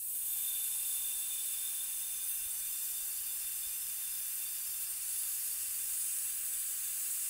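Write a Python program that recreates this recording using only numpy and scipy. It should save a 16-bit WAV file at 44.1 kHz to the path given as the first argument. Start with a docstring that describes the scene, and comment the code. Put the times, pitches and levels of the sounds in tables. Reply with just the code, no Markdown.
"""Air rushes through a small screw valve on the base of a glass vacuum bell jar, over faint motor hum
and room rumble. The knob opens in the first half second: the jet hisses and squeals, and the valve's
passages ring with breathy tones. Near 2.4 s the hand lets go, shifting the echoes from fingers and
table that colour the hiss; three soft bumps follow. The main whistle fades as higher ones take over.
Near 4.6 s the hand returns, and the jet again rings the hollow of the fingers."""
import sys
import numpy as np
from scipy import signal
from scipy.fft import rfft, irfft, next_fast_len
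from scipy.io import wavfile
from scipy.ndimage import map_coordinates

SR = 44100
rng = np.random.default_rng(int(sys.argv[2]) if len(sys.argv) > 2 else 0)


def master_out(mix):
    """Clip the mix to full scale and print it as 16-bit PCM to the path in sys.argv[1]."""
    frames = np.transpose(np.atleast_2d(mix))
    ceiling = np.clip(frames, -1, 1)
    pcm = np.round(ceiling * 32767).astype(np.int16)
    wavfile.write(sys.argv[1], SR, pcm)


N = 321489
TIME = np.arange(N) / SR


def amp(db):
    """Decibels to gain."""
    return 10 ** (np.asarray(db) / 20)


def unit(x):
    """Scale to rms 1."""
    return x / np.sqrt(np.mean(x ** 2) + 1e-20)


def ramp(start_s, length_s):
    """Linear rise from 0 to 1."""
    return np.clip((TIME - start_s) / length_s, 0, 1)


def curves(rows):
    """Per-sample curve for each column after the time."""
    times_s, *columns = np.transpose(rows)
    return [np.interp(TIME, times_s, column) for column in columns]


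def wobble(rate_hz):
    """Smooth random curve with knots at rate_hz."""
    return map_coordinates(rng.standard_normal(int(N * rate_hz / SR) + 4), [TIME * rate_hz])


def filtered(x, response):
    """Apply the gain response(hz)."""
    size = next_fast_len(N + 8192)
    return irfft(rfft(x, size) * response(np.fft.rfftfreq(size, 1 / SR)), size)[..., :N]


def noise(spectrum):
    """Noise of rms 1, shaped by rows of freq_hz, relative_db."""
    freq_hz, db = np.transpose(spectrum)
    shape = lambda hz: amp(np.interp(np.log(hz + 1), np.log(freq_hz), db, left=-120, right=-120))
    return unit(filtered(rng.standard_normal(N), shape))


def ringing(modes):
    """Turbulence in narrow, steep-skirted resonances; rms 1."""
    def shape(hz):
        gains = [amp(db) / (1 + ((hz - pitch_hz) / width_hz) ** 2) for pitch_hz, width_hz, db in modes]
        return np.sqrt(sum(gain ** 2 for gain in gains))
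    return unit(filtered(rng.standard_normal(N), shape))


def gliding(centre_hz, width_hz):
    """Noise in one resonance that may move; rms 1."""
    slow = filtered(rng.standard_normal((2, N)), lambda hz: 1 / (1 + (hz / width_hz) ** 2))
    phase = 2 * np.pi * np.cumsum(centre_hz * np.ones(N)) / SR
    return unit(slow[0] * np.cos(phase) + slow[1] * np.sin(phase))


# Motor and mains lines: pitch_hz, rms_db
HUM_LINES = [(50, -91), (100, -88), (120, -96.5), (199, -93.5)]

def motor_hum():
    """Motor and mains hum, slightly unsteady in level and phase."""
    hum = np.zeros(N)
    for pitch_hz, rms_db in HUM_LINES:
        peak = np.sqrt(2) * amp(rms_db + 1.8 * wobble(2.1))
        hum += peak * np.sin(2 * np.pi * pitch_hz * TIME + 0.67 * wobble(4.4))
    return hum


# Room rumble spectrum: freq_hz, relative_db
RUMBLE_SPECTRUM = [(12, -26), (20, 6.5), (59, -3.5), (267, -16.5), (600, -19), (780, -57), (1320, -120)]

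def room_rumble():
    """Wavering rumble plus a faint, steady low-mid band."""
    rumble = amp(-70 + 0.7 * wobble(5.5)) * noise(RUMBLE_SPECTRUM)
    return rumble + amp(-87) * noise([(150, -12), (400, 2), (750, -1), (1500, -22)])


# Handling bumps: centre_s, level_db (before boost), pitch_hz
HANDLING_BUMPS = [(2.465, -58, 53.7), (3.211, -63, 56.5), (3.674, -59.5, 53.8)]

def bumps(width_s=0.0079, boost_db=4.5):
    """Each handling bump is one soft, low push."""
    pushes = np.zeros(N)
    for centre_s, level_db, pitch_hz in HANDLING_BUMPS:
        t = TIME - centre_s
        pushes += amp(level_db + boost_db) * np.exp(-(t / width_s) ** 2) * np.cos(2 * np.pi * pitch_hz * t)
    return pushes


def opening_db(shut_db=-11, turn_s=0.47):
    """Flow builds as the knob turns open, fast at first."""
    return shut_db * (1 - ramp(0, turn_s)) ** 1.7


def flow(open_db, drift_db_per_s):
    """Gain that rises with the opening and drifts as the jar's pressure changes."""
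    return amp(open_db + opening_db() + drift_db_per_s * TIME)


# Resonance levels without swells: name -> level_db
RESTING_DB = {"bore": -61.5, "whistle": -63.5, "overtone": -72.5, "upper": -74.5, "seat": -63, "squeal":
              -82.5}
# Resonance swells: name, crest_s, half_width_s, rise_db
FLOW_SWELLS = [("bore", 0.49, 0.22, 3.8), ("bore", 1.47, 0.29, 3), ("bore", 6.3, 1.1, 1.9),
               ("whistle", 1.13, 1.46, 10.8), ("whistle", 0.57, .2, 2.7), ("whistle", 3.8, 1, 2.7),
               ("whistle", 5.2, 0.13, 3.1), ("overtone", 5.6, 4.8, 11.8), ("overtone", 3.05, 0.09, 4.3),
               ("upper", 4.1, 4.4, 15.6), ("seat", 3.7, 1.4, 4.9), ("seat", 2.22, 0.18, 5.8),
               ("squeal", 0.74, 1.2, 35)]

def drive(resonance, steepness=1.7):
    """Gain of a resonance: rises with the opening, swells while the flow suits it."""
    swell_db = sum(rise_db / (1 + ((TIME - crest_s) / half_width_s) ** 2)
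                   for name, crest_s, half_width_s, rise_db in FLOW_SWELLS if name == resonance)
    return amp(RESTING_DB[resonance] + steepness * opening_db() + swell_db)


# Rush spectra in the passages: freq_hz, relative_db
LOW_SPECTRUM = [(400, -27), (560, -10), (760, -4.5), (830, 2.5), (900, 3), (960, -5.5), (1040, 3.5),
                (1250, -6.5), (1600, -25)]
MID_SPECTRUM = [(800, -55), (1150, -3), (1400, -3.5), (1650, 2), (2050, -1), (2300, -4), (2900, -61)]
BORE_SPECTRUM = [(1900, -28), (2350, -3), (2600, -5.5), (3100, -1.5), (3340, -9.5), (3740, -14.5),
                 (3870, -5.5), (4400, -17)]
# Bore resonances: pitch_hz, half_width_hz, relative_db
BORE_RESONANCES = [(1222, 53, -19.5), (1552, 21, -8.5), (2446, 15, -2), (2711, 19.7, 1), (2904, 18, -3)]

def passages():
    """Duller rush inside valve and base; the low band fades as the middle band grows."""
    low = flow(open_db=-69, drift_db_per_s=-0.65) * noise(LOW_SPECTRUM)
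    middle = flow(open_db=-66.5, drift_db_per_s=0.66) * noise(MID_SPECTRUM)
    bore = drive("bore", steepness=0.98) * noise(BORE_SPECTRUM)
    ring = flow(open_db=-62, drift_db_per_s=0.05) * ringing(BORE_RESONANCES)
    return low + middle + bore + ring


# Whistling resonances of the passages: pitch_hz, half_width_hz, relative_db
WHISTLE_MODES = [(3514, 19, -1), (3574, 33, 0), (3628, 20, -6)]
OVERTONE_MODES = [(4670, 26, 0), (4843, 24, -9)]
UPPER_MODES = [(5092, 27, 0), (5205, 26, -10), (5407, 30, -3), (5727, 40, -7)]
SEAT_MODES = [(6043, 26, -7), (6200, 55, 0)]

def whistles(waver_db=1.0):
    """Breathy tones, each wavering on its own; the main one fades and higher ones take over."""
    tones = {"whistle": WHISTLE_MODES, "overtone": OVERTONE_MODES,
             "upper": UPPER_MODES, "seat": SEAT_MODES}
    return sum(drive(name) * amp(waver_db * wobble(10)) * ringing(modes) for name, modes in tones.items())


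def squeal():
    """The jet squeals in the narrow gap, loudest early on."""
    return drive("squeal") * gliding(centre_hz=13230, width_hz=110)


# Finger moves at the knob: start_s, length_s, glide_s, from_hz, to_hz, half_width_hz, level_db
FINGER_MOVES = [(.23, 0.63, 0.67, 13900, 10900, 650, -41.5), (.72, 1.6, .15, 10960, 10660, 260, -45.5),
                (2.27, .13, .1, 14100, 12500, 2000, -47), (4.87, 0.1, 0.11, 8600, 9700, 384, -44),
                (5.05, .38, .15, 10700, 11200, 600, -48), (5.953, 0.19, .2, 9750, 9600, 350, -42)]

def finger_hollow(attack_s=0.039, release_s=0.09, sag_db_per_s=6.5):
    """The jet rings the hollow of the fingers; each move glides, slows and fades."""
    ring = np.zeros(N)
    for start_s, length_s, glide_s, from_hz, to_hz, half_width_hz, level_db in FINGER_MOVES:
        pitch_hz = to_hz + (from_hz - to_hz) * (1 - ramp(start_s, glide_s)) ** 2
        gate = ramp(start_s, attack_s) * (1 - ramp(start_s + length_s - release_s, release_s))
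        sag_db = sag_db_per_s * length_s * ramp(start_s, length_s)
        ring += gate * amp(level_db - sag_db) * gliding(pitch_hz, half_width_hz)
    return ring


def glass_scatter(x, wet_db=-8, t60_s=0.018):
    """Short spray of reflections from the glass; changes as hand and microphone move."""
    t = TIME[:SR // 20]
    tails = rng.standard_normal((3, len(t))) * amp(-60 * t / t60_s) * (t > 0.0015)
    sprays = signal.fftconvolve(x[None], tails / np.linalg.norm(tails[0]), axes=1)[:, :N]
    shares = np.array([wobble(1) for _ in sprays])
    return amp(wet_db) * (sprays * shares).sum(0) / np.linalg.norm(shares, axis=0)


def echo(x, delay_s):
    """One reflection with a moving delay."""
    oversampled = signal.resample_poly(x, 4, 1)
    return np.interp(TIME - delay_s, np.arange(len(oversampled)) / (4 * SR), oversampled)


def holding(back_s, let_go_s=2.42, reach_s=0.34):
    """1 with the knob held, 0 from let_go_s to back_s."""
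    return 1 - ramp(let_go_s - reach_s / 2, reach_s) + ramp(back_s - reach_s / 2, reach_s)


def table_echo(x, back_s):
    """The table combs the hiss; its echo is earlier and stronger from letting go until back_s."""
    held = holding(back_s)
    delay_ms = np.interp(held, [0, 1], [0.697, 0.729])
    gain = np.interp(held, [0, 1], [0.33, 0.2])
    return gain * echo(x, delay_ms / 1000)


# Echo path via the fingers, beyond the direct path: time_s, extra_cm
FINGER_DETOUR = [(0, 7.3), (2.3, 7.1), (2.6, 14), (4.7, 14), (4.87, 8.1), (5.25, 6.2), (6.2, 3.9)]

def finger_echo(x, back_s, mirror_cm=0.65, sound_cm_per_s=34300):
    """The fingers comb the hiss, stronger when nearer; the approaching palm briefly mirrors it."""
    extra_cm, = curves(FINGER_DETOUR)
    fingers = holding(back_s) * mirror_cm / extra_cm
    palm = 0.19 * np.exp(-((TIME - 4.88) / 0.1) ** 2)
    return (fingers + palm) * echo(x, extra_cm / sound_cm_per_s)


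# Jet spectrum: freq_hz, relative_db
HISS_SPECTRUM = [(3300, -29), (3950, -21.5), (4400, -15), (4950, -20.5), (5700, -16.5), (6400, -11),
                 (7200, -6.5), (8200, 0.1), (9700, 1), (10700, 1.5), (12200, -3), (13400, -8.5),
                 (14700, -3), (15700, -6.5)]
# Jet band levels: time_s, core_db, edge_relative_db, top_relative_db
JET_LEVELS = [(0.0, -44.5, -5, 0), (0.06, -41, -10.5, -0.5), (0.38, -39, -9, -2.5), (0.83, -39.5, -9, -5),
              (0.87, -40, -8, -1), (1.38, -40, -9, -2.5), (2.21, -41.5, -9, -2), (2.31, -39, -15, -1),
              (2.48, -42, -9, -1.5), (2.52, -40, -12, -3.5), (2.76, -41.5, -8.5, -0.5),
              (3.71, -41.5, -10, -1.5), (4.85, -42, -8, -1), (4.87, -44, -10, -1), (4.91, -41, -9, -3),
              (5.0, -43, -7.5, -4), (5.04, -40.5, -6, -5), (5.16, -39, -8.5, -3), (5.79, -39.5, -9, -3.5),
              (6.01, -38, -9, -4), (6.42, -41, -8, -0.5), (6.58, -38.5, -10, -3), (6.76, -41.5, -6, 0),
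              (7.29, -39, -6.5, -2.5)]

def jet(edge_hz=8000, top_hz=12000, return_s=4.6, settle_s=0.47):
    """Hiss at the valve, combed by nearby surfaces; its lower edge and top shift against its core."""
    core_db, edge_db, top_db = curves(JET_LEVELS)
    direct = noise(HISS_SPECTRUM)
    table = table_echo(direct, return_s + settle_s)  # the microphone moves back in after the hand
    hiss = direct + table + finger_echo(direct, return_s) + glass_scatter(direct)
    edge = filtered(hiss, lambda hz: np.clip(0.5 + (edge_hz - hz) / 800, 0, 1))
    top = filtered(hiss, lambda hz: np.clip(0.5 + (hz - top_hz) / 800, 0, 1))
    core = hiss - edge - top
    edge_gain = amp(edge_db + 0.38 * opening_db())
    top_gain = amp(top_db + 0.46 * wobble(60))
    gain = amp(core_db + 0.43 * wobble(45))
    return gain * (unit(core) + edge_gain * unit(edge) + top_gain * unit(top))


def scene():
    """One microphone feeds both channels."""
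    valve = jet() + squeal() + finger_hollow() + passages() + whistles()
    mix = valve + motor_hum() + room_rumble() + bumps()
    return np.array([mix, mix])


def record(dry):
    """Brick-wall low-pass."""
    return filtered(dry, lambda hz: hz < 15830)


dry = scene()
out = record(dry)
master_out(out)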